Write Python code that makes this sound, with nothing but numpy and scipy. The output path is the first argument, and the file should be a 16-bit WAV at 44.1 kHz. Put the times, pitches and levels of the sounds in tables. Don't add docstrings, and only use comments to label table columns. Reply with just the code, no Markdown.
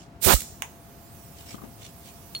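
import sys
import numpy as np
from scipy import signal
from scipy.fft import rfft, irfft, next_fast_len
from scipy.io import wavfile
from scipy.ndimage import uniform_filter1d, map_coordinates

SR = 44100
rng = np.random.default_rng(int(sys.argv[2]) if len(sys.argv) > 2 else 0)


def master_out(mix):
    frames = np.transpose(np.atleast_2d(mix))
    ceiling = np.clip(frames, -1, 1)
    pcm = np.round(ceiling * 32767).astype(np.int16)
    wavfile.write(sys.argv[1], SR, pcm)


N = 105840

# (time [s], level [dB], extra level on the left [dB])
JET_FLOW = [(.2, -54, 2), (.218, -16, 2), (.233, -7, 2), (.24, -1.5, 3.5), (.26, 0.5, -2), (.305, -3, 5.5),
            (.338, 0.5, 5.5), (.352, -8, 18), (.385, -24, 11), (.43, -26, 12), (.5, -54, 10)]
# (frequency [Hz], left [dB/Hz], right [dB/Hz])
JET_HISS = [(60, -88, -65), (280, -99, -63.5), (560, -99, -67.5), (1040, -79, -69.5), (1900, -85, -63.5),
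            (3240, -75.5, -61.5), (6000, -73, -58.5), (7700, -75, -55), (10900, -71, -56.5),
            (14800, -70, -54.5)]
# (time [s], buffeting [dB], eddies [dB])
GUST_LEVELS = [(.238, -46, -45), (.261, -15, -20), (.267, 3.5, -7.5), (.279, -1.5, -6.5), (.293, -5, 1.5),
               (.328, -12.5, -1.5), (.338, -0.5, -5), (.343, -9, -18), (.355, -46.5, -53)]
# (frequency [Hz], level [dB/Hz])
BUFFET_SPECTRUM = [(25, -57), (55, -46), (100, -40), (145, -48), (198, -31), (250, -52), (335, -41),
                   (545, -43), (900, -67)]
# (frequency [Hz], level [dB/Hz])
EDDY_SPECTRUM = [(40, -57), (250, -50.5), (500, -46), (800, -47), (1300, -46), (2000, -53), (3500, -53.5),
                 (7000, -60.5), (15000, -106)]
# (time [s], level [dB], attack [s])
TICK_CUES = [(0.4058, 5, 0.00024), (0.418, 4.5, 0.0014)]
# (frequency [Hz], left [dB/Hz], right [dB/Hz])
TICK_SPECTRUM = [(900, -93, -82), (2010, -75, -68.5), (5000, -73, -71), (7800, -79, -68), (15000, -75, -66)]
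# (frequency [Hz], level [dB])
TOOL_MODES = [(950, -23), (1550, -25.5), (2000, -22.5), (2500, -29.5), (2930, -20), (3600, -29)]
# (frequency [Hz], left [dB/Hz], right [dB/Hz])
TOOL_CRACK = [(300, -80, -85), (645, -63, -69), (985, -52, -51), (1400, -80, -58), (2920, -60, -47.5),
              (4500, -78, -83), (5840, -74, -64), (6550, -63, -50), (8200, -67, -56), (11500, -80, -64.5),
              (15000, -75, -59)]
# (frequency [Hz], level [dB], t60 [s])
STEEL_MODES = [(3150, -22.5, 0.0074), (4295, -26.5, 0.25), (4450, -38, 0.09), (6800, -44, 0.037),
               (9986, -35.5, 0.072)]
# (frequency [Hz], left [dB/Hz], right [dB/Hz])
STEEL_CRACK = [(400, -65.5, -63), (1410, -69, -71), (2100, -68, -70), (3120, -66, -55.5), (5500, -86, -68),
               (7000, -75, -76), (15000, -82, -82)]
# (peak time [s], half length [s], level [dB])
RUSTLE_CUES = [(0, 0.047, -9), (1.403, 0.026, -4.5), (1.514, 0.034, 1.5), (1.847, 0.035, -2.5),
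               (2.077, 0.03, -4.5)]
# (frequency [Hz], left [dB/Hz], right [dB/Hz])
RUSTLE_SPECTRUM = [(400, -81.5, -92), (1500, -94.5, -92), (2720, -81.5, -81), (4300, -88, -84.5),
                   (7600, -88, -84.5), (10900, -90, -92), (15100, -92, -108.5)]
# (time [s], thud [dB], scrape [dB], t60 [s])
STEP_CUES = [(1.542, 0.5, -34, 0.037), (1.579, -17, -38.5, 0.097), (1.614, -7, -40, 0.1),
             (1.636, -7.5, -61, 0.17)]
# (frequency [Hz], left [dB/Hz], right [dB/Hz])
THUD_SPECTRUM = [(70, -63, -79), (197, -50, -68), (378, -57, -63), (600, -66, -66), (890, -67.5, -85),
                 (1790, -80, -79), (6000, -90, -105)]
# (frequency [Hz], left [dB/Hz], right [dB/Hz])
RUMBLE_SPECTRUM = [(24.8, -91, -85), (60, -68.5, -76), (119, -69, -74), (223, -74.5, -76.5),
                   (493, -85, -86.5), (805, -85.5, -84), (1110, -86, -91.5), (1850, -97, -94),
                   (3720, -104, -102), (8000, -108, -108), (15000, -106, -112)]
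# (frequency [Hz], left-right correlation [0..1])
RUMBLE_CORRELATION = [(60, 0.93), (290, 0.95), (640, 0.54), (1400, 0.033), (3000, 0.23)]
# (frequency [Hz], level [dB])
MOTOR_TONES = [(682, -57.5), (707, -67.5)]
# (time [s], level [dB])
LEAK_FLOW = [(.3, -1.5), (.8, -5), (1.15, -1.5), (1.5, -0.5), (1.7, -2.5), (2.4, 1.5)]
# (frequency [Hz], left [dB/Hz], right [dB/Hz])
LEAK_HISS = [(1000, -108, -106), (2580, -94, -100), (6000, -99, -92.5), (10600, -99, -91),
             (12900, -91, -92.5), (14200, -92, -85.5)]
# (frequency [Hz], t60 [s])
ROOM_DECAY = [(200, .25), (1300, 0.49), (2800, 0.41), (5800, 0.61), (8000, 0.49), (15000, 0.28)]
# (frequency [Hz], gain [dB])
WALL_EQ = [(900, 4.5), (2300, -4), (7000, -0.5), (15000, -6)]
# (frequency [Hz], gain [dB])
LEFT_PORT_EQ = [(8200, -0.5), (10000, -16.5), (12000, -9), (16000, -15)]


def jet(flutter_db=1.16):
    flow, left_boost = envelopes(JET_FLOW)
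    hiss = patchy(noise(JET_HISS), depth_db=2.0)
    flutter = amp(flutter_db * wobble(152.0))
    return hiss * flow * flutter * np.array([left_boost, np.ones(N)])


def inlet_whistle(peak_s=0.343, half_length_s=0.038, level_db=-41):
    swell = np.exp(-((clock() - peak_s) / half_length_s) ** 2)
    return amp(level_db) * resonant_noise(centre_hz=1255, width_hz=46) * swell


def gust(eddies_per_s=2000, spiky=0.55):
    slow, fast = envelopes(GUST_LEVELS)
    suction = -rng.uniform(0, 1, N) * (rng.random(N) < eddies_per_s / SR)
    eddies = unit(spiky * unit(suction - suction.mean()) + (1 - spiky) * rng.standard_normal(N))
    buffeting = coloured(rng.standard_normal(N), BUFFET_SPECTRUM)[0]
    wind = slow * buffeting + fast * coloured(eddies, EDDY_SPECTRUM)[0]
    return np.array([np.zeros(N), wind])


def microphone_thump(start=.3385, hz=54.7, t60=0.079, left_db=-19, right_db=1):
    swing = -ring(start, [(hz, 0, t60)]) * rise(start, attack_s=0.0055)
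    return amp([[left_db], [right_db]]) * swing


def plug_pop(start=.337, level_db=-3):
    return np.array([np.zeros(N), -amp(level_db) * pulse(start, length_s=0.00067)])


def tool_clack(start=.6212, snap_hz=9000, body_t60=.015):
    crack = amp(-0.5) * decay(start, t60=.011) * noise(TOOL_CRACK)
    snap = amp(-16) * pulse(start, length_s=1 / (2 * np.pi * snap_hz))
    body = ring(start, [(hz, db, body_t60) for hz, db in TOOL_MODES])
    return pan_right(snap + body, left_db=-11) + crack


def sleeve_ticks(t60=0.017):
    envelope = sum(amp(db) * rise(start, attack) * decay(start, t60) for start, db, attack in TICK_CUES)
    return noise(TICK_SPECTRUM) * envelope


def steel_clink(start=2.3496, rebound_after_s=0.015, rebound_db=-5.5):
    rebound_s = start + rebound_after_s
    damping = np.where(clock() < rebound_s, 1, decay(rebound_s, t60=.16))
    rebound = amp(rebound_db) * ring(rebound_s, STEEL_MODES[:1])
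    steel = damping * ring(start, STEEL_MODES) + rebound
    crack = decay(start, t60=0.014) * noise(STEEL_CRACK)
    return pan_right(steel, left_db=-0.5) + crack


def sandal_step(scrape_right_db=-18):
    thud = noise(THUD_SPECTRUM)
    scrape = resonant_noise(centre_hz=1220, width_hz=124) * amp([[0], [scrape_right_db]])
    return sum((amp(thud_db) * thud + amp(scrape_db) * scrape) * rise(s, attack_s=.002) * decay(s, t60)
               for s, thud_db, scrape_db, t60 in STEP_CUES)


def cloth_rustle(grain_db=2):
    swishes = sum(amp(db) * np.exp(-((clock() - s) / half) ** 2 / 2) for s, half, db in RUSTLE_CUES)
    return patchy(noise(RUSTLE_SPECTRUM), depth_db=3.5) * swishes * amp(grain_db * wobble(200))


def rumble():
    def mid_side_gains(hz):
        width = np.arccos(np.clip(along(RUMBLE_CORRELATION, hz)[0], -1, 1)) / 2
        return np.array([np.cos(width), np.sin(width)])

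    mid, side = filtered(rng.standard_normal((2, N)), mid_side_gains)
    return coloured(np.array([mid + side, mid - side]), RUMBLE_SPECTRUM)


def motor_hum(waver_db=.8, drift_rad=.55, flutter_per_s=16):
    return sum(amp(db + waver_db * wobble(flutter_per_s))
               * np.sin(2 * np.pi * hz * clock() + drift_rad * wobble(flutter_per_s))
               for hz, db in MOTOR_TONES)


def hose_leak():
    return patchy(noise(LEAK_HISS), depth_db=3.5) * envelopes(LEAK_FLOW)


def reverb(x, t60s, predelay_samples=150):
    hz, t, spectra = signal.stft(rng.standard_normal((2, SR // 2)), SR, nperseg=256)
    fade = np.exp(-np.log(1000) * t / along(t60s, hz).T)
    tail = signal.istft(spectra * fade, SR, nperseg=256)[1]
    tail = np.pad(tail, ((0, 0), (predelay_samples, 0)))
    return signal.fftconvolve(x[1:], tail / np.linalg.norm(tail[0]), axes=1)[:, :N]


def pan_right(x, left_db, lag_s=0.00026):
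    delayed = filtered(x, lambda hz: np.exp(-2j * np.pi * hz * lag_s))
    return np.array([amp(left_db) * delayed, x])


def ring(start, modes):
    return sum((-1) ** k * amp(db) * decay(start, t60) * np.sin(2 * np.pi * hz * (clock() - start))
               for k, (hz, db, t60) in enumerate(modes))


def pulse(start, length_s):
    age = (np.arange(N) - round(start * SR)) / SR
    progress = np.maximum(age, 0) / length_s
    return (age >= 0) * (1 - progress) * np.exp(-progress)


def patchy(x, depth_db):
    spectra = signal.stft(x, nperseg=512)[2]
    patches = uniform_filter1d(rng.standard_normal(spectra.shape), size=4, axis=1)
    patches = uniform_filter1d(patches, size=9, axis=2)
    gain = unit(amp(depth_db * unit(patches)))
    return signal.istft(spectra * gain, nperseg=512)[1][:, :N]


def resonant_noise(centre_hz, width_hz):
    white = rng.standard_normal((2, N))
    return unit(filtered(white, lambda hz: 1 / (1 + ((hz - centre_hz) / width_hz) ** 2)))


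def noise(spectrum):
    return coloured(rng.standard_normal((2, N)), spectrum)


def coloured(white, spectrum):
    return filtered(white, lambda hz: amp(along(spectrum, hz))) * np.sqrt(SR / 2)


def filtered(x, response):
    size = next_fast_len(N + SR // 2)
    return irfft(rfft(x, size) * response(np.fft.rfftfreq(size, 1 / SR)), size)[..., :N]


def along(rows, hz):
    knots_hz, *columns = np.transpose(rows)
    return np.array([np.interp(np.log(hz + 1), np.log(knots_hz + 1), column) for column in columns])


def envelopes(rows):
    times, *columns = np.transpose(rows)
    return amp([np.interp(clock(), times, column, left=-120) for column in columns])


def rise(start, attack_s):
    return 1 - np.exp(-((clock() - start) / attack_s) ** 2)


def decay(start, t60):
    age = clock() - start
    return (age >= 0) * np.exp(-np.log(1000) * np.maximum(age, 0) / t60)


def wobble(rate):
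    return map_coordinates(rng.standard_normal(int(N * rate / SR) + 4), [clock() * rate])


def amp(db):
    return 10 ** (np.asarray(db) / 20)


def unit(x):
    return x / np.sqrt(np.mean(x ** 2) + 1e-20)


def clock():
    return np.arange(N) / SR


def scene(tick_send_db=-8, clink_send_db=-10):
    air, clack, ticks, clink = jet(), tool_clack(), sleeve_ticks(), steel_clink()
    hit_send = clack + amp(tick_send_db) * ticks + amp(clink_send_db) * clink
    hit_send = filtered(hit_send, lambda hz: amp(along(WALL_EQ, hz)))
    tail = amp(-14) * reverb(air, ROOM_DECAY) + amp(-17.5) * reverb(hit_send, ROOM_DECAY)
    walls = amp(-6) * reverb(hit_send, [(1000, 0.14)])
    release = air + inlet_whistle() + gust() + microphone_thump() + plug_pop()
    foley = clack + ticks + clink + sandal_step() + cloth_rustle()
    bed = rumble() + motor_hum() + hose_leak()
    return release + foley + tail + walls + bed


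def record(dry, low_cut_hz=37, ceiling=.88, top_hz=16000):
    left = filtered(dry[0], lambda hz: amp(along(LEFT_PORT_EQ, hz)[0]))
    x = filtered(np.array([left, dry[1]]), lambda hz: hz ** 2 / np.sqrt(hz ** 4 + low_cut_hz ** 4))
    x = x / (1 + (x / ceiling) ** 8) ** (1 / 8)
    return filtered(x, lambda hz: hz < top_hz)


dry = scene()
out = record(dry)
master_out(out)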